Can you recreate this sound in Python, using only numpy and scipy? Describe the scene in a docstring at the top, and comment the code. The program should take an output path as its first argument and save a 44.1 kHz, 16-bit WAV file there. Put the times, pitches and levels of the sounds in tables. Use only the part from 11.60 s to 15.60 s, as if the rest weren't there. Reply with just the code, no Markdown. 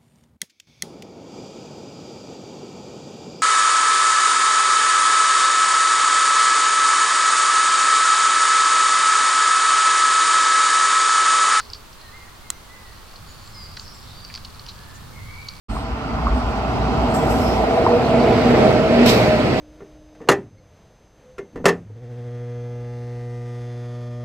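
"""Leaf litter crackles and mud pops as wild boars shift about in front of the microphone in a quiet forest.
Hooves break leaves and twigs in short, woody bursts, wet pockets click open as the mud lets go,
and one sharp snap rings out close by. Farther off, birds whistle and chirp, their notes smeared
by echoes from the trunks, over a soft hush of air and a low rumble that swells."""
import sys
import numpy as np
from scipy import signal
from scipy.fft import rfft, irfft
from scipy.io import wavfile
from scipy.ndimage import uniform_filter1d

SR = 44100
rng = np.random.default_rng(int(sys.argv[2]) if len(sys.argv) > 2 else 0)


def inscribe(sig):
    """Save sig as 16-bit PCM at rate SR to the path in sys.argv[1].

    A 1-D sig is mono; a 2-D sig holds one channel per row.
    Samples are clipped to [-1, 1] before scaling.
    """
    pcm = np.round(np.clip(np.atleast_2d(sig).T, -1, 1) * 32767)
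    wavfile.write(sys.argv[1], SR, pcm.astype(np.int16))


N = 176400
LITTER_HZ = 4400  # woody ring of the forest floor


def undb(db):
    """Decibels to gain."""
    return 10 ** (np.asarray(db) / 20)


def unit(x):
    """Scale to rms 1."""
    return x / np.sqrt(np.mean(x ** 2) + 1e-30)


def curve(rows):
    """Gain over time from (t/s, level/dB) points."""
    return undb(np.interp(np.arange(N) / SR, *np.array(rows).T))


def per_bin(rows):
    """Spread (f/Hz, value) points over the spectrum on a log frequency axis."""
    hz, value = np.array(rows).T
    return np.interp(np.log(np.arange(N // 2 + 1) * SR / N + 1), np.log(hz), value)


def band(x, hz, width_hz):
    """A resonance with gain 1 at its centre."""
    return signal.lfilter(*signal.iirpeak(min(hz, .45 * SR), hz / width_hz, fs=SR), x)


def steep_band(x, hz, width_hz):
    """The same resonance twice over, for steeper skirts."""
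    return band(band(x, hz, width_hz), hz, width_hz)


def walk(per_s):
    """Smooth random drift with rms 1."""
    span = int(SR / per_s)
    smoothed = uniform_filter1d(rng.standard_normal(N), span, mode="wrap")
    return unit(uniform_filter1d(smoothed, span, mode="wrap"))


def add(track, start, sound):
    """Mix a sound into a track at a time in seconds."""
    i = max(int(start * SR), 0)
    track[..., i:i + sound.shape[-1]] += sound[..., :max(N - i, 0)]


def wash(spectrum):
    """Coloured noise around the microphone, alike on both sides in the bass and diffuse in the treble."""
    # likeness of left and right: f/Hz, correlation
    likeness = [(110, 0.81), (280, 0.16), (1200, 0.41), (9000, .05)]
    correlation = per_bin(likeness)
    mid, side = rfft(rng.standard_normal((2, N))) * undb(per_bin(spectrum))
    mid = irfft(mid, N)
    side = irfft(side * np.sqrt((1 - correlation) / (1 + correlation)), N)
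    return (mid + side * np.array([[1], [-1]])) / mid.std()


def air():
    """The steady, soft hush of forest air."""
    # spectrum of the hush: f/Hz, relative level/dB
    spectrum = [(25, 2.5), (107, -2.5), (152, -15), (198, -9), (274, -14.5), (684, -15.5), (1170, -10),
                (1710, -18), (2400, -20.5), (4150, -20.5), (5430, -25), (15500, -32)]
    return wash(spectrum) * undb(-44)


def rumble():
    """A low rumble that swells under the hush."""
    # spectrum of the rumble: f/Hz, relative level/dB
    spectrum = [(30, -6), (95, -1.5), (210, -12), (330, -25.5), (2000, -47)]
    # its swell: t/s, level/dB
    levels = [(1.45, -54.5), (1.68, -44), (1.87, -48.5), (2.05, -44.5), (3.1, -45.5), (3.6, -39.5),
              (3.85, -43.5)]
    return wash(spectrum) * curve(levels)


def trunk_echoes(x, build_s=.012, t60_s=.9):
    """Echoes scattered by trunks: they build up, then die away."""
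    t = np.arange(SR) / SR
    noise = rng.standard_normal((3, SR))
    scatter = noise[:2] + .54 * noise[2]  # partly shared by left and right
    tail = scatter * (1 - np.exp(-t / build_s)) * np.exp(-np.log(1000) * t / t60_s)
    return signal.fftconvolve(x[None], unit(tail) / np.sqrt(SR), axes=1)[:, :N]


def bird_notes(notes, direct_db, echo_db, waver):
    """Wavering tones that glide through three pitches and echo among the trees."""
    out, drift = np.zeros(N), 1 + waver * walk(per_s=260)
    for start, length, first, middle, last, db in notes:
        u = np.linspace(0, 1, int(length * SR))
        glide = np.polyval(np.polyfit([0, .5, 1], [first, middle, last], 2), u)
        hz = glide * np.roll(drift, -int(start * SR))[:len(u)]
        fade = np.minimum(np.minimum(u, 1 - u) / .35, 1)  # 35 % of the note at each end
        swell = np.sin(np.pi / 2 * fade)
        add(out, start, undb(db) * swell * np.sin(2 * np.pi * np.cumsum(hz) / SR))
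    return undb(direct_db) * out + undb(echo_db) * trunk_echoes(out)


def birds():
    """Distant song; notes from deeper in the wood reach the microphone mostly as echo."""
    # all five tables: t/s, length/s, start f/Hz, middle f/Hz, end f/Hz, relative level/dB
    whistles = [(.415, .105, 1940, 1850, 1800, -49.5), (.515, .085, 1890, 2100, 2040, -44),
                (.595, .12, 1985, 1900, 1960, -53), (.82, .13, 2130, 2115, 2030, -52),
                (1.085, .095, 1935, 2010, 2025, -45.5), (1.235, .085, 1975, 1915, 1850, -50),
                (1.94, .095, 2120, 2120, 2050, -50.5), (2.52, .2, 4610, 4660, 4625, -45.5)]  # fluting notes
    chirps = [(.905, .08, 6350, 6020, 5830, -56), (1.675, .055, 6890, 6880, 6860, -51),
              (1.85, .045, 7350, 7680, 7080, -52), (2.012, .037, 7080, 7240, 7000, -54),
              (2.33, .042, 7780, 7590, 7300, -50)]  # thin, high notes
    slurs = [(1.92, .17, 5350, 4850, 4870, -42)]  # a rough falling note
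    far_notes = [(0, .11, 447, 422.5, 382, -53), (.365, .09, 4170, 4120, 4130, -53),
                 (1.64, .08, 4530, 4560, 4550, -54), (3.1, .3, 1630, 1745, 1800, -54.5),
                 (3.51, .12, 2230, 2120, 2050, -48), (3.62, .24, 2140, 2260, 2350, -45)]  # calls from deeper in the wood
    rasps = [(2.2, .09, 5400, 5130, 5200, -45.5), (2.41, .1, 3950, 3700, 3750, -49)]  # hoarse, buzzing notes
    return (bird_notes(whistles + chirps, direct_db=-1, echo_db=-2, waver=.005)
            + bird_notes(slurs, direct_db=1, echo_db=0, waver=.02)
            + bird_notes(far_notes, direct_db=-4, echo_db=4, waver=.022)
            + bird_notes(rasps, direct_db=-6, echo_db=4, waver=.055))


def litter(x, hz, tear_db):
    """Dry leaves and twigs: a woody ring plus the noise of tearing fibres, dulled by the damp ground."""
    ring = steep_band(x, hz, width_hz=800)
    tear = signal.sosfilt(signal.butter(3, [2650, 5570], "band", fs=SR, output="sos"), x)
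    return unit(ring) + undb(tear_db) * unit(tear)


def rustle(ticks_per_s=400, spread_db=3):
    """Many tiny ticks of trodden litter, scattered left and right."""
    # rise and fall of the rustle: t/s, level/dB
    levels = [(0, -46), (.25, -63), (1.1, -63), (1.4, -55), (2.7, -51.5), (2.92, -55), (3.1, -52.5),
              (3.5, -61.5), (3.95, -51.5)]
    hit = rng.random(N) < ticks_per_s / SR
    size = undb(spread_db * np.minimum(rng.exponential(size=N), 3.5))
    polarity = rng.choice([-1, 1], N)
    sides = 1 + .45 * rng.standard_normal((2, N))
    return unit(litter(hit * size * polarity * sides, LITTER_HZ, tear_db=-7)) * curve(levels)


def scuffs():
    """Brief soft hisses as a boar brushes over dry leaves."""
    # brushing strokes: t/s, length/s, level/dB
    strokes = [(2.17, 0.09, -49), (3.335, 0.049, -50)]
    hiss = steep_band(rng.standard_normal((2, N)), hz=6700, width_hz=2400)
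    swell = np.zeros(N)
    for start, length, db in strokes:
        add(swell, start, undb(db) * np.sqrt(np.hanning(int(length * SR))))
    return swell * unit(hiss)


def mud_pops():
    """Small wet pockets open with a dull click as the mud lets go of a hoof."""
    # mud pockets: t/s, peak level/dB, f/Hz, decay/s
    pockets = [(.0035, -18, 1460, 0.0016), (1.539, -35, 860, 0.0016), (2.1723, -25.5, 1500, 0.002),
               (2.7, -32.5, 2070, 0.0082), (2.751, -32, 2300, 0.004), (2.7762, -35.5, 1430, 0.0033)]
    out, t = np.zeros(N), np.arange(2048) / SR
    for start, db, hz, decay in pockets:
        burst = rng.standard_normal(len(t)) * np.exp(-t / decay)
        ring = steep_band(burst, hz, width_hz=.49 * hz)
        add(out, start, undb(db) * ring / np.abs(ring).max())
    return out


def cracks(usual_length_s=.007, crumble_db=-21, crumble_s=.025):
    """Leaves and twigs give way under hooves: short bursts of breaking fibres with a crumbling tail."""
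    # breaks: t/s, peak level/dB, length/s, tearing level against the ring/dB
    breaks = [(0, -25, .0071, 2), (.1005, -27.5, 0.0011, -9), (.133, -19, 0.0023, -14),
              (.145, -30, .005, -4), (0.327, -35.5, 0.0075, 6), (0.409, -37, .01, -15),
              (1.553, -36, 0.017, -4), (2.165, -26, 0.012, -4), (2.195, -22.5, 0.0035, -2),
              (2.278, -30.5, 0.0026, -12), (2.648, -27.5, 0.0031, -4), (2.7402, -22, 0.0016, -1),
              (2.7493, -23.5, 0.0037, -4), (2.756, -23, .0048, -10), (2.773, -28, 0.0057, 4),
              (2.844, -24.5, 0.0122, -4), (2.991, -29.5, 0.0078, -13), (3.064, -28, 0.0018, 8),
              (3.075, -26.5, 0.033, -3), (3.8843, -21, 0.0054, -14)]
    out, t = np.zeros((2, N)), np.arange(4096) / SR
    for start, db, length, tear_db in breaks:
        noise = rng.standard_normal((3, len(t)))
        fibres = np.sign(noise[2]) + .12 * noise[:2]  # they lie a little apart, left and right
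        rise = np.minimum(t / (.45 * length), 1) ** 2
        fall = np.exp(-(t / (.8 * length)) ** 2) + undb(crumble_db) * np.exp(-t / crumble_s)
        hz = LITTER_HZ * (usual_length_s / length) ** .045  # shorter cracks: thinner twigs, higher ring
        crack = litter(fibres * rise * fall, hz, tear_db)
        add(out, start, undb(db) * crack / np.abs(crack).max())
    return out


def snap(start_s=.9031, left_lag_s=.000021, attack_s=.00005, splinter_s=.0043, low_cut_hz=970):
    """One hard snap close to the microphone, with fine splintering; its ring reaches the right first."""
    # ringing modes: f/Hz, relative level/dB, t60/s
    modes = [(1360, -16, 0.0071), (1970, -20, .012), (3440, -8, 0.0029), (4100, -16.5, 0.015),
             (7520, 6.5, 0.0017), (14500, -4, .0014)]
    out, t = np.zeros((2, N)), np.arange(2048) / SR
    age = np.maximum(t - np.array([[left_lag_s], [0]]), 0)
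    ring = sum(undb(db) * np.sin(2 * np.pi * hz * age) * np.exp(-np.log(1000) * age / t60)
               for hz, db, t60 in modes)
    ring *= 1 - np.exp(-age / attack_s)
    hiss = band(rng.standard_normal(len(t)), hz=6700, width_hz=5100)
    splinters = unit(hiss) * np.exp(-t / splinter_s)
    add(out, start_s, undb(-4.5) * ring + undb(-30) * splinters)
    return signal.sosfilt(signal.butter(4, low_cut_hz, "high", fs=SR, output="sos"), out)


def scene(right_over_left_db=1.06):
    """Boars near the microphone, birds beyond them, all leaning a little to the right."""
    song = birds()
    boars = cracks() + rustle() + scuffs() + mud_pops() + snap()
    balance = undb(np.array([[-.5], [.5]]) * right_over_left_db)
    return (air() + rumble() + song + boars) * balance


def record(dry, top_hz=15900):
    """The recorder cuts the highest treble steeply."""
    return signal.sosfilt(signal.ellip(8, .2, 70, top_hz, fs=SR, output="sos"), dry)


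dry = scene()
out = record(dry)
inscribe(out)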